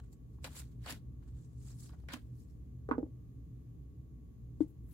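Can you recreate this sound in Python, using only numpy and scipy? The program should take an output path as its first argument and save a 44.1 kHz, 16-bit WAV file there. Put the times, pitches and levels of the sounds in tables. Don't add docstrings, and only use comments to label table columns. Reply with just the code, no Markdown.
import sys
import numpy as np
from scipy import signal
from scipy.fft import rfft, irfft, next_fast_len
from scipy.io import wavfile
from scipy.ndimage import uniform_filter1d, map_coordinates

SR = 44100
rng = np.random.default_rng(int(sys.argv[2]) if len(sys.argv) > 2 else 0)


def dump_mix(stems):
    frames = np.atleast_2d(stems).T
    limited = np.clip(frames, -1, 1)
    pcm = np.round(limited * 32767).astype(np.int16)
    wavfile.write(sys.argv[1], SR, pcm)


def how_loud(loudness_db):
    steps = np.asarray(loudness_db, float) / 20
    return 10 ** steps


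N = 217577

# (frequency [Hz], t60 [s])
ROOM_DECAY = [(250, 0.22), (1000, 0.12), (4000, 0.11), (12000, 0.088)]
# (frequency [Hz], likeness [-1 to 1])
ROOM_LIKENESS = [(60, 0.94), (180, 0.93), (550, 0.28), (1650, -0.25), (4970, -0.15), (15000, -0.0)]
PAPER_LIKENESS = [(300, 0.82), (700, 1), (1400, 0.21), (3100, 0), (7000, 0)]

# (frequency [Hz], width [Hz], level [dB])
MOTOR_LINES = [(58.93, 10.8, -55), (120.86, 9.9, -57.5), (160.54, 11, -63.5), (240.8, 50, -69.5),
               (1223, 1.8, -99)]
# (frequency [Hz], density [dB per Hz])
RUMBLE_COLOUR = [(15, -67), (25, -27.5), (35, -12), (48, -14), (70, 0), (92, -15), (123, -1.5),
                 (151, -18.5), (300, -19), (381, -31), (422, -27), (555, -41.5), (1140, -53), (1500, -69),
                 (1950, -89.5), (3300, -120)]
FAR_HISS_COLOUR = [(590, -37.5), (1000, -18), (1150, -6.5), (1340, -13), (1710, -10.5), (5760, -18.5),
                   (6630, -11.5), (7790, -20), (14400, -15), (16000, -22.5)]

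# (time [s], boom level [dB], knock level [dB], clack level [dB], first swing [sign])
OBJECT_TAPS = [
    (2.8892, -49, -33, -38.5, 1),
    (2.9122, -25.5, -29, -21.5, -1),
    (2.9812, -27.5, -35, -49, 1),
    (3.0295, -34.5, -48, -74.5, -1),
    (3.063, -51, -59.5, -75.5, 1),
]
HAND_BUMP = [
    (4.6057, -24.5, -40, -75, -1),
]
# (frequency [Hz], level [dB], t60 [s], swing [sign])
OBJECT_PANEL = [(246.6, -1.5, 0.097, -0.86), (307, 2.5, 0.055, 1)]
HAND_PANEL = [(267, 0, .095, -1), (309, 0, .095, 1)]
OBJECT_KNOCK = [(441, 10.5, 0.017, 1), (590, -10.5, 0.041, 0.6), (767, -6, 0.032, 1)]
HAND_KNOCK = [(430, 4, .022, 1), (675, -12, .04, 1), (880, -11, .04, 1), (1120, -20, .03, 1),
              (1607, -24, .035, 1), (2070, -20, .035, 1), (3180, -26, .03, 1)]
CLACK_MODES = [(1110, 12, .011, 1), (985, -5, .04, 1), (1244, -10, .04, 1), (1421, -5, .025, 1),
               (1776, -21, .03, 1)]

# (time [s], peak level [dB], low part [dB re peak], high part [dB re peak], low pitch [Hz])
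CREASE_SNAPS = [(0.0376, -69, -12, -5, 673), (0.1284, -67, -3, 2, 616), (0.3486, -73, -10, -15, 1100),
                (0.384, -76, 14, -11, 950), (0.4424, -48.5, 7.5, -11, 630), (0.4535, -47, -6, -10, 520),
                (0.4604, -53.5, 4, -10.5, 1030), (0.4721, -47, 0.5, 0.5, 940), (0.839, -67, 6, -6, 1840),
                (0.8616, -45, 4, -13, 780), (0.884, -49, -25, -19, 1000), (0.8956, -39.5, -15, -6.5, 940),
                (0.9084, -48, -19, -16, 1060), (0.9243, -43, -17, -10, 940), (1.224, -67, 0, -13, 1070),
                (1.8917, -49.5, -6.5, -16, 1070), (1.934, -62, 8, -15, 784), (2.036, -71, 9, -6, 767),
                (2.0857, -54.5, 14, -21, 2040), (2.101, -61, -9, -9, 1430), (2.1235, -57, -6, -12, 600),
                (2.1351, -31.5, -8.5, -16, 1120), (4.682, -69, -17, 4.5, 619)]
# (time [s], onset level [dB], low edge [Hz], high edge [Hz])
CREASE_CRACKS = [(.128, -63, 6000, 14000), (.4435, -47, 600, 14000), (.4525, -51, 6000, 12000),
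                 (.4625, -53, 8000, 15000), (.474, -52, 9000, 15500), (.601, -50, 6000, 8500),
                 (.8615, -48, 600, 8000), (.8855, -45, 600, 4000), (.8985, -45, 7000, 14000),
                 (.908, -41, 1500, 8500), (.9235, -41, 2000, 16000), (2.0862, -51, 900, 4000),
                 (2.1235, -48, 1800, 4500), (2.1355, -43, 800, 16000)]

# (peak time [s], scrape level [dB], swell [s per 20 dB], fade [s per 20 dB], weight [dB])
FLICK_STROKES = [(.438, -72, .025, .01, -2), (.444, -54, .002, .04, 5), (.47, -66, .02, .04, 6),
                 (.53, -68, .08, .03, 0), (.558, -59, .03, .08, -3), (.578, -55, .05, .05, -4),
                 (.597, -52, .04, .014, -9), (.62, -74, .01, .1, -3), (.73, -82, .2, .04, -4),
                 (.852, -67, .05, .02, 0), (.864, -62, .012, .05, 10), (.888, -57, .03, .04, 9),
                 (.908, -50, .04, .04, 2), (.927, -55, .04, .017, -1), (.945, -70, .01, .065, -1),
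                 (2.087, -72, .001, .05, 14), (2.104, -72, .012, .04, 17), (2.124, -63, .02, .03, 6),
                 (2.138, -58, .022, .05, 6), (2.16, -66, .02, .025, -3), (2.185, -78, .02, .16, -6)]
SLIDE_STROKES = [(.001, -74.5, .01, 0.0073, 18.5), (.04, -83, 0.018, 0.071, 11.5),
                 (.13, -73, 0.024, .025, -2), (.35, -86, .1, .05, 4), (1.228, -90, 0.025, 0.13, 17),
                 (1.29, -86, 0.11, 0.14, 8), (1.37, -84, 0.066, 0.11, 6), (1.41, -78, 0.087, 0.14, 2),
                 (1.5, -87.5, 0.27, .4, 4), (1.625, -74, 0.095, .2, -1), (1.67, -69.5, .08, 0.17, -5.5),
                 (1.702, -65, 0.083, 0.075, 3), (1.803, -63, 0.06, 0.089, -10.5),
                 (1.865, -63, 0.11, .06, -1.5), (1.93, -89, 0.098, 0.039, 22), (1.99, -84, 0.12, 0.17, 7),
                 (2.404, -75, 0.085, 0.1, -6), (2.51, -82, 0.045, 0.095, -1),
                 (4.608, -68.5, 0.0026, .03, 12.5), (4.632, -77.5, 0.08, .05, 3)]
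BRUSH_STROKES = [
    (2.385, -91.5, .06, 0.091, 0),
    (4.684, -89, .012, 0.045, 0),
    (4.89, -88.5, 0.077, 0.12, 2),
    (4.935, -81.5, 0.06, .05, 2),
]
# (low edge [Hz], high edge [Hz])
PAPER_ZONES = [(4300, 10000), (450, 1600), (1600, 4300), (10000, 17000)]
# (scrape, flap, body, hiss [dB per dB])
ZONE_WEIGHT = (0.0085, 1.27, 0.95, -.12)
# (time [s], share [0-1])
TRAY_SHARE = [(0, 1), (.62, 0.52), (.8, 0.4), (1.1, 0), (1.3, 1), (1.6, 1), (1.8, 0.46), (1.9, 0.24),
              (4.9, 0.55)]
# (time [s], left minus right level [dB])
PAPER_PAN = [(0, -9), (.7, 0.5), (.9, 6), (1.9, 0.5), (2.1, 9), (2.4, 8), (4.9, 10)]


def unit(x):
    return x / np.sqrt(np.mean(x ** 2) + 1e-20)


def along(points, hz):
    f, v = np.transpose(points)
    return np.interp(np.log(hz + 1), np.log(f + 1), v)


def wobble(rate):
    knots = rng.standard_normal(int(N * rate / SR) + 4)
    return map_coordinates(knots, [np.arange(N) * rate / SR])


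def filtered(x, response):
    m = next_fast_len(x.shape[-1] + 8192)
    spectrum = rfft(x, m) * response(np.fft.rfftfreq(m, 1 / SR))
    return irfft(spectrum, m)[..., :x.shape[-1]]


def resonance(hz, width_hz):
    return lambda f: (1j * f * width_hz / (hz * hz - f * f + 1j * f * width_hz)) ** 2


def band(low_hz, high_hz, order=7):
    def response(f):
        low_skirt = 1 + (low_hz / (f + 1)) ** (2 * order)
        high_skirt = 1 + (f / high_hz) ** (2 * order)
        return 1 / np.sqrt(low_skirt * high_skirt)
    return response


def spaced(pair, alike):
    def mid_side(hz):
        turn = np.arccos(np.clip(along(alike, hz), -1, 1)) / 2
        return np.array([np.cos(turn), np.sin(turn)])
    mid, side = filtered(pair, mid_side)
    return np.array([mid + side, mid - side])


def fading_noise(t, t60):
    return rng.standard_normal((2, len(t))) * how_loud(-60 * t / t60)


def ring(modes, t, scatter_db):
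    total = 0
    for hz, db, t60, sign in modes:
        strength_db = db + rng.normal(0, scatter_db, (2, 1))
        total = total + sign * how_loud(strength_db - 60 * t / t60) * np.sin(2 * np.pi * hz * t)
    return total


def room(x):
    hz, t, z = signal.stft(rng.standard_normal((2, SR // 3)), SR, nperseg=256)
    fading = z * how_loud(-60 * t / along(ROOM_DECAY, hz)[:, None])
    tail = signal.istft(fading, SR, nperseg=256)[1]
    tail = spaced(tail / np.linalg.norm(tail[0]), ROOM_LIKENESS)
    delayed = np.pad(x, ((0, 0), (150, 0)))
    return signal.fftconvolve(delayed, tail, axes=1)[:, :x.shape[1]]


def fan():
    t = np.arange(N) / SR
    whine_hz, whine_db = 1120, -89
    whine_level = how_loud(whine_db + 3 + 1.2 * np.array([wobble(6), wobble(6)]))
    total = whine_level * np.sin(2 * np.pi * whine_hz * t + .4 * wobble(4))
    for hz, width_hz, db in MOTOR_LINES:
        line = filtered(rng.standard_normal((2, N)), resonance(hz, width_hz))
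        total += how_loud(db) * unit(line)
    for colour, db in ((RUMBLE_COLOUR, -51), (FAR_HISS_COLOUR, -83)):
        rush = filtered(rng.standard_normal((2, N)), lambda hz: how_loud(along(colour, hz)))
        total += how_loud(db + 0.47 * wobble(3)) * unit(rush)
    return spaced(total, ROOM_LIKENESS)


def desk_hits(rows, panel, edge, rise, tick_t60):
    out, t = np.zeros((2, N + SR)), np.arange(SR // 3) / SR
    late = (t - np.array([[0], [.0002]])).clip(0)
    swell = 1 - np.exp(-late / rise)
    clack_swell = 1 - np.exp(-late / 0.00087)
    for s, boom_db, knock_db, clack_db, sign in rows:
        boom = how_loud(boom_db) * ring(panel, late, scatter_db=3.5) * swell
        knock = how_loud(knock_db) * ring(edge, late, scatter_db=3.5) * swell
        rattle = how_loud(4) * filtered(fading_noise(t, 0.069), lambda hz: resonance(850, 1700)(hz) ** 3)
        clack = ring(CLACK_MODES, late, scatter_db=0.5) + rattle
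        clack = how_loud(clack_db - 3.5) * clack * how_loud([[-1.5], [1.5]]) * clack_swell
        tick = how_loud(knock_db - 31.5) * filtered(fading_noise(t, tick_t60), resonance(5000, 11000))
        hard = knock + clack + tick
        echo = room(how_loud(-21.0) * boom + how_loud(-6) * hard)
        out[:, round(s * SR):][:, :len(t)] += np.sign(sign) * (boom + hard + echo)
    return out[:, :N]


def snaps():
    out, t = np.zeros((2, N + 6000)), np.arange(5000) / SR
    for s, db, low_db, high_db, low_hz in CREASE_SNAPS:
        noise = spaced(rng.standard_normal((2, len(t))), PAPER_LIKENESS)
        low = how_loud(low_db + 12.5) * filtered(noise * how_loud(-60 * t / 0.033), resonance(low_hz, 680))
        middle = filtered(noise * how_loud(-60 * t / .009), resonance(3500, 5500))
        high = how_loud(high_db - 3) * filtered(noise * how_loud(-60 * t / .007), resonance(10500, 11000))
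        thud = how_loud(-11) * ring(OBJECT_PANEL, t, scatter_db=3.5)
        out[:, round((s + .001) * SR):][:, :len(t)] += how_loud(db) * (low + middle + high + thud)
    return out[:, :N]


def cracks():
    out, t = np.zeros((2, N)), np.arange(1500) / SR
    for s, db, low_hz, high_hz in CREASE_CRACKS:
        noise = spaced(rng.standard_normal((2, len(t))), PAPER_LIKENESS)
        noise = unit(filtered(noise, band(low_hz, high_hz, order=2)))
        out[:, round(s * SR):][:, :len(t)] += how_loud(db - 60 * t / .012) * noise
    return out


def fibres(density, spread_db, life, patchy_db):
    struck = rng.random(N) < density * how_loud(6 * wobble(60)) / SR
    hits = struck * how_loud(spread_db * rng.exponential(1, N).clip(0, 3))
    grains = signal.fftconvolve(hits, np.exp(-np.arange(400) / SR / life))[:N]
    z = signal.stft((1 + .5 * grains) * rng.standard_normal((2, N)), nperseg=128)[2]
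    patches = uniform_filter1d(rng.standard_normal(z.shape[1:]), size=3, axis=0)
    patches = uniform_filter1d(patches, size=7, axis=1)
    scrape = signal.istft(z * how_loud(patchy_db * unit(patches)), nperseg=128)[1][:, :N]
    return spaced(scrape, PAPER_LIKENESS)


def strokes():
    t, power = np.arange(N) / SR, np.zeros((4, N))
    scrape = fibres(density=700, spread_db=1.5, life=.0008, patchy_db=3)
    tray = how_loud(6) * filtered(scrape, lambda hz: abs(resonance(7400, 1300)(hz)))
    scrape = scrape + np.interp(t, *np.transpose(TRAY_SHARE)).clip(0, 1) * tray
    zones = [unit(filtered(scrape, band(low_hz, high_hz))) for low_hz, high_hz in PAPER_ZONES]
    pan_db = np.interp(t, *np.transpose(PAPER_PAN))
    zones[3] = zones[3] * how_loud([pan_db / 2, -pan_db / 2])
    # flap, body, hiss [dB re scrape]
    kinds = ((FLICK_STROKES, (-3, 0.5, -5.5)),
             (SLIDE_STROKES, (-11.5, -11.5, -10)),
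             (BRUSH_STROKES, (-2, -2, 11.5)))
    for rows, colour_db in kinds:
        for s, db, swell, fade, weight_db in rows:
            start = max(round((s - 2 * swell) * SR), 0)
            on = slice(start, round((s + 2 * fade) * SR))
            shape = how_loud(db - 20 * np.maximum((s - t[on]) / swell, (t[on] - s) / fade))
            zone_db = np.r_[0, colour_db] + weight_db * np.array(ZONE_WEIGHT)
            power[:, on] += np.outer(how_loud(zone_db), shape) ** 2
    return sum(level * zone for level, zone in zip(np.sqrt(power), zones))


def scene():
    air = fan()
    object_taps = desk_hits(OBJECT_TAPS, OBJECT_PANEL, OBJECT_KNOCK, rise=0.00074, tick_t60=0.033)
    hand_bump = desk_hits(HAND_BUMP, HAND_PANEL, HAND_KNOCK, rise=.0012, tick_t60=.03)
    paper = strokes() + snaps() + cracks()
    return air + object_taps + hand_bump + paper + how_loud(-11) * room(paper)


def roll_off(x):
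    return signal.sosfilt(signal.butter(12, 16360, fs=SR, output="sos"), x)


def record(dry):
    heard = filtered(dry, lambda hz: (hz < 15850) / np.sqrt(1 + (44 / (hz + 1)) ** 7))
    return roll_off(heard)


dry = scene()
out = record(dry)
dump_mix(out)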